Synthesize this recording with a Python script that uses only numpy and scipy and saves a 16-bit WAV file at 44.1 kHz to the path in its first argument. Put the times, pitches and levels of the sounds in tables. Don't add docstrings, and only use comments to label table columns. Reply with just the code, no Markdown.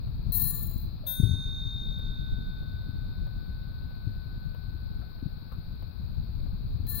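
import sys
import numpy as np
from scipy import signal
from scipy.fft import rfft, irfft, next_fast_len
from scipy.io import wavfile
from scipy.ndimage import map_coordinates

SR = 44100
rng = np.random.default_rng(int(sys.argv[2]) if len(sys.argv) > 2 else 0)


def to_wav(sig):
    pcm = np.clip(np.atleast_2d(sig), -1, 1) * 32767
    pcm = np.round(pcm).astype(np.int16)
    wavfile.write(sys.argv[1], SR, pcm.T)


N = 308700
TIME = np.arange(N) / SR

# frequency_hz, level_db
RUMBLE_SPECTRUM = [(15, -7), (30, 5.5), (55, 2), (105, -2.5), (160, -12), (220, -16.5), (310, -27),
                   (420, -34), (800, -49), (2000, -84.5)]
HISS_SPECTRUM = [(300, 0), (700, -2), (1100, -4), (1550, -6.5), (1950, -16.5), (2500, -9), (2950, -18.5),
                 (3350, -14), (3900, -3.5), (4500, -3), (5000, -12.5), (5800, -34.5), (8000, -44.5),
                 (10000, -32)]
AIR_SPECTRUM = [(8000, -62.5), (10000, -23.5), (12000, -11.5), (13700, -1.5), (15700, -4.5)]
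# frequency_hz, balance_db
RUMBLE_LEAN = [(30, 1.5), (70, 6), (160, 15.5), (350, 7.5)]
HISS_LEAN = [(400, 3.5), (1300, 6), (1950, 4), (2500, 7.5), (2950, 0), (4200, 17.5), (6000, -3.5),
             (14000, 4.5)]
# time_s, relative_db
RUMBLE_CONTOUR = [(0.0, -38.5), (0.41, -36.5), (0.66, -35), (0.99, -40), (2.05, -36), (3.92, -41),
                  (4.31, -41), (4.54, -41), (5.87, -42.5), (6.1, -38), (7.0, -38)]

# treble_db, case_db
TOCK_TICK = [(-66, -55), (-51, -52)]
# frequency_hz, level_db
CLICK_SPECTRUM = [(1000, -15), (2900, -14), (4200, -3.5), (5500, -34), (8000, -38), (10000, -20),
                  (14000, 2), (15800, 5)]
CASE_SPECTRUM = [(150, -8.5), (500, 11), (1300, -5), (1900, -11.5), (2500, -13), (3200, -13), (6000, -54.5)]

# start_s, relative_db, pitch_hz
HAND_BUMPS = [(.259, -18, 83), (1.228, -9, 96), (2.885, -22.5, 88.5), (4.065, -18.5, 98.5),
              (4.745, -27, 74), (5.224, -26.5, 221), (5.256, -19.5, 129), (5.579, -26.5, 98),
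              (6.795, -22, 82.5)]
# frequency_hz, level_db
SKIN_SPECTRUM = [(60, -7.5), (230, 4.5), (330, -6), (450, -20.5), (700, -40.5), (2000, -74)]

# start_s, gain_db, tilt_db_per_octave, buzz_db, extra_rise_s
SMALL_BLOWS = [(.321, 0, 0, -36.5, 0), (6.867, 1.5, -4.5, -38, 0.019)]
# pitch_hz, level_db, rise_s, hold_s, t60_s, balance_db, roughness_ratio, beat_hz
SMALL_MODES = [(461, -64, .02, .25, .8, 10, .8, 20), (1140, -64, .02, .22, .9, 12, .8, 25),
               (1753, -60.5, .025, .22, .75, 5, .3, 13), (4141, -46, .001, .21, .45, -1, .2, 7),
               (4076, -57, .15, .45, 1.5, 8, .15, 2), (6989, -51.5, .08, .2, .45, -3, .25, 4),
               (7159, -62, .02, .38, .8, -3, .4, 3), (10545, -43.5, .04, .17, .42, 21, .15, 6),
               (10593, -50, .07, .22, .6, 14, .25, 3), (14672, -32.5, .001, .12, .7, 21, .55, 22),
               (14698, -44, .002, .31, .75, 21, .3, 48), (15680, -49, .002, .13, .85, 21, .9, 27),
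               (12640, -58, .003, .18, .9, 17, 1, 30)]
# frequency_hz, level_db
BUZZ_SPECTRUM = [(300, -12), (2900, -37), (4200, -7.5), (5500, -60), (9500, -98), (10400, -12),
                 (11400, -27.5), (12500, -9), (13300, -27), (14000, -14.5), (14600, 5), (15100, -19.5),
                 (15700, 2.5)]

# start_s, treble_db, t60_s, case_db
LEVER_CLICKS = [(.321, -40, 0.033, -56), (0.368, -51, 0.019, -66), (1.065, -39.5, 0.17, -64),
                (5.521, -54, .12, -53.5), (6.869, -36, .02, -59)]
# start_s, level_db, pitch_hz, width_hz, t60_s
WOOD_KNOCKS = [(1.03, -55, 583, 90.5, 0.57), (5.014, -50, 1400, 300, 0.064), (5.02, -53.5, 650, 150, 0.16),
               (5.513, -56, 1220, 500, 0.25)]

# start_s, gain_db
LARGE_BLOW = (1.066, 0)
# pitch_hz, level_db, rise_s, hold_s, t60_s, balance_db, roughness_ratio, beat_hz
UPPER_MODES = [(6412, -58.5, .003, .14, 2.5, -5, .15, 8), (9545, -58, .004, .2, .8, 5, .05, 3),
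               (9611, -48.5, .004, .12, .8, 9, .05, 1.5), (13139, -39, .004, .055, .36, 23, .06, 3),
               (15660, -48, .001, .025, .35, 22, .35, 35)]
# time_s, gain_db, balance_db, lead_rad
MICROPHONE_DRIFT = [(1.2, -0.5, -5, -0.5), (1.72, -1, -2, -2.5), (2.35, 5.5, 6, -2), (3.0, 1, 11.5, -.8),
                    (3.7, 1.5, 19.5, 0), (4.5, 4.5, 18.5, -2), (6.2, -1.5, 13.5, -2), (6.8, -11.5, 5, -0.5)]
# lower_hz, upper_hz
PAIR_PITCHES = (3664.8, 3720.6)
# level_db, rise_s, hold_s, t60_s, lead_rad
PAIR_MODES = [(-42, 0.0015, 0.69, 3, -0.54), (-48, 0.36, 0.82, 2.32, -0.67)]


def amp(db):
    return 10 ** (np.asarray(db) / 20)


def unit(x):
    return x / np.sqrt(np.mean(np.abs(x) ** 2) + 1e-20)


def along(points, hz):
    frequencies, values = np.transpose(points)
    return np.interp(np.log(hz + 1), np.log(frequencies + 1), values)


def curves(rows):
    times, *columns = np.transpose(rows)
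    return [np.interp(TIME, times, column) for column in columns]


def sides(balance_db):
    return amp(np.array([[.5], [-.5]]) * balance_db)


def wobble(rate_hz):
    return map_coordinates(rng.standard_normal(int(N * rate_hz / SR) + 4), [TIME * rate_hz])


def filtered(x, response):
    n = x.shape[-1]
    padded = next_fast_len(n + SR // 4)
    return irfft(rfft(x, padded) * response(np.fft.rfftfreq(padded, 1 / SR)), padded)[..., :n]


def noise(spectrum, size):
    return unit(filtered(rng.standard_normal((2, size)), lambda hz: amp(along(spectrum, hz))))


def add(track, start_s, sound):
    rest = track[:, round(start_s * SR):]
    rest[:, :sound.shape[-1]] += sound[:, :rest.shape[-1]]


def swell(t, rise, hold, t60):
    return (1 - np.exp(-t / rise)) * amp(-60 * np.maximum(t - hold, 0) / t60)


def leaning_noise(spectrum, lean):
    return unit(filtered(noise(spectrum, N), lambda hz: sides(along(lean, hz))))


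def hand_rumble(gain_db=5):
    contour_db, = curves(RUMBLE_CONTOUR)
    rumble = leaning_noise(RUMBLE_SPECTRUM, RUMBLE_LEAN)
    return rumble * amp(contour_db + gain_db + 0.59 * wobble(15) + 2.4 * wobble(45))


def room_hiss(hiss_db=-57, air_db=-68):
    hiss = amp(hiss_db) * leaning_noise(HISS_SPECTRUM, HISS_LEAN)
    return hiss + amp(air_db) * sides(8.9) * noise(AIR_SPECTRUM, N)


def burst(spectrum, t, t60):
    puff = rng.standard_normal((2, len(t))) * amp(-60 * t / t60)
    return filtered(puff, lambda hz: unit(amp(along(spectrum, hz))))


def impacts(clicks, case_t60_s=0.064):
    out, t = np.zeros((2, N)), np.arange(SR // 2) / SR
    for start_s, treble_db, t60_s, case_db in clicks:
        add(out, start_s, amp(treble_db) * sides(11) * burst(CLICK_SPECTRUM, t, t60_s))
        add(out, start_s, amp(case_db) * sides(13) * burst(CASE_SPECTRUM, t, case_t60_s))
    return out


def escapement(first_s=.072, swing_s=.6392, t60_s=.024):
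    times = np.arange(first_s, N / SR, swing_s)
    return impacts([(start_s, treble_db, t60_s, case_db)
                    for k, (treble_db, case_db) in enumerate(TOCK_TICK) for start_s in times[k::2]])


def hand_bumps(bumps, gain_db=-7, rub_db=-19, cycles_to_peak=0.9):
    out, t = np.zeros((2, N)), np.arange(SR // 8) / SR
    for start_s, relative_db, hz in bumps:
        age = t * hz / cycles_to_peak
        push = (age * np.exp(1 - age)) ** 4 * np.cos(2 * np.pi * hz * t)
        rub = amp(rub_db) * noise(SKIN_SPECTRUM, len(t)) * swell(t, rise=0.001, hold=0.012, t60=0.053)
        add(out, start_s, amp(relative_db + gain_db) * sides(17.8) * (push + rub))
    return out


def ring(modes, t, width_hz, twin_db, port_lag_s=.00003):
    out, pole = np.zeros((2, len(t))), np.exp(-np.pi * width_hz / SR)
    for hz, level_db, rise, hold, t60, balance_db, roughness, beat_hz in modes:
        kicks = rng.standard_normal((2, len(t))) + 1j * rng.standard_normal((2, len(t)))
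        chatter = unit(signal.lfilter([1], [1, -2 * pole, pole ** 2], kicks))
        doublet = unit(1 + amp(twin_db) * np.exp(2j * np.pi * beat_hz * t))
        carrier = np.exp(2j * np.pi * hz * np.array([t, t - port_lag_s]))
        tone = np.imag((np.sqrt(1 - roughness ** 2) * doublet + roughness * chatter) * carrier)
        out += amp(level_db) * sides(balance_db) * swell(t, rise, hold, t60) * tone
    return out


def small_bell(choke_after_s=0.505, choke_t60_s=0.36, choke_above_hz=5800, pivot_hz=4100, body_hz=1400):
    out, t = np.zeros((2, N)), np.arange(SR) / SR
    choke = amp(-60 * np.maximum(t - choke_after_s, 0) / choke_t60_s)
    for start_s, gain_db, tilt, buzz_db, extra_rise_s in SMALL_BLOWS:
        contact = amp(3.5 * wobble(70)[:SR])
        buzz = amp(buzz_db) * sides(13) * noise(BUZZ_SPECTRUM, SR)
        buzz *= swell(t, rise=0.018, hold=0.19, t60=1.0)
        modes = [(hz, db + gain_db + tilt * np.log2(hz / pivot_hz) * (hz > body_hz),
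                  rise + extra_rise_s, *rest) for hz, db, rise, *rest in SMALL_MODES]
        sound = ring(modes, t, width_hz=110, twin_db=-6.5) + contact * buzz
        low = filtered(sound, lambda hz: 1 / (1 + (hz / choke_above_hz) ** 24))
        add(out, start_s, low + choke * (sound - low))
    return out


def case_knocks():
    out, t = np.zeros((2, N)), np.arange(SR // 2) / SR
    for start_s, level_db, pitch_hz, width_hz, t60_s in WOOD_KNOCKS:
        white = rng.standard_normal((2, len(t)))
        wood = unit(filtered(white, lambda hz: 1 / (1 + (2 * (hz - pitch_hz) / width_hz) ** 2)))
        add(out, start_s, amp(level_db) * sides(12) * swell(t, rise=0.003, hold=0, t60=t60_s) * wood)
    return out


def large_bell():
    out = np.zeros((2, N))
    start_s, gain_db = LARGE_BLOW
    add(out, start_s, ring(UPPER_MODES, np.arange(2 * SR) / SR, width_hz=160, twin_db=-8))
    t = np.maximum(TIME - start_s, 0)
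    return amp(gain_db) * (out + hum_tone(t) + main_pair(t))


def partial(hz, t, lead_rad):
    return np.sqrt(2) * np.sin(2 * np.pi * hz * t + np.array([[.5], [-.5]]) * lead_rad)


def hum_tone(t, pitch_hz=1508.5, beat_hz=7.7, level_db=-56, twin_db=-19):
    gain_db, balance_db, lead_rad = curves(MICROPHONE_DRIFT)
    ports = sides(balance_db)
    ports /= np.sqrt(np.mean(ports ** 2, axis=0))
    doublet = partial(pitch_hz, t, lead_rad) + amp(twin_db) * partial(pitch_hz - beat_hz, t, lead_rad)
    return amp(level_db + gain_db) * ports * doublet * swell(t, rise=0.032, hold=0, t60=26)


def main_pair(t, aftersound_db=-15.5, sway_hz=1.3, sway_db=1.5):
    out = np.zeros((2, N))
    for hz, (level_db, rise, hold, t60, lead_rad) in zip(PAIR_PITCHES, PAIR_MODES):
        aftersound = amp(aftersound_db) * swell(t, rise, hold=0, t60=9.9)
        envelope = np.hypot(swell(t, rise, hold, t60), aftersound)
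        out += amp(level_db) * envelope * partial(hz, t, lead_rad)
    return out * sides(2 * sway_db * np.cos(2 * np.pi * sway_hz * t))


def grip_slip(start_s=1.2, step_s=.0215, scatter_s=.002, relative_db=-17, pitch_hz=107, count=7):
    return hand_bumps([(start_s + k * step_s + scatter_s * late,
                        relative_db + size, pitch_hz * np.exp(0.16 * high))
                       for k, (late, size, high) in enumerate(rng.standard_normal((count, 3)))])


def scene():
    clock = small_bell() + large_bell() + impacts(LEVER_CLICKS) + escapement() + case_knocks()
    return clock + hand_bumps(HAND_BUMPS) + grip_slip() + hand_rumble() + room_hiss()


def record(dry, top_hz=15900):
    return filtered(dry, lambda hz: 1 / (1 + (hz / top_hz) ** 240))


dry = scene()
out = record(dry)
to_wav(out)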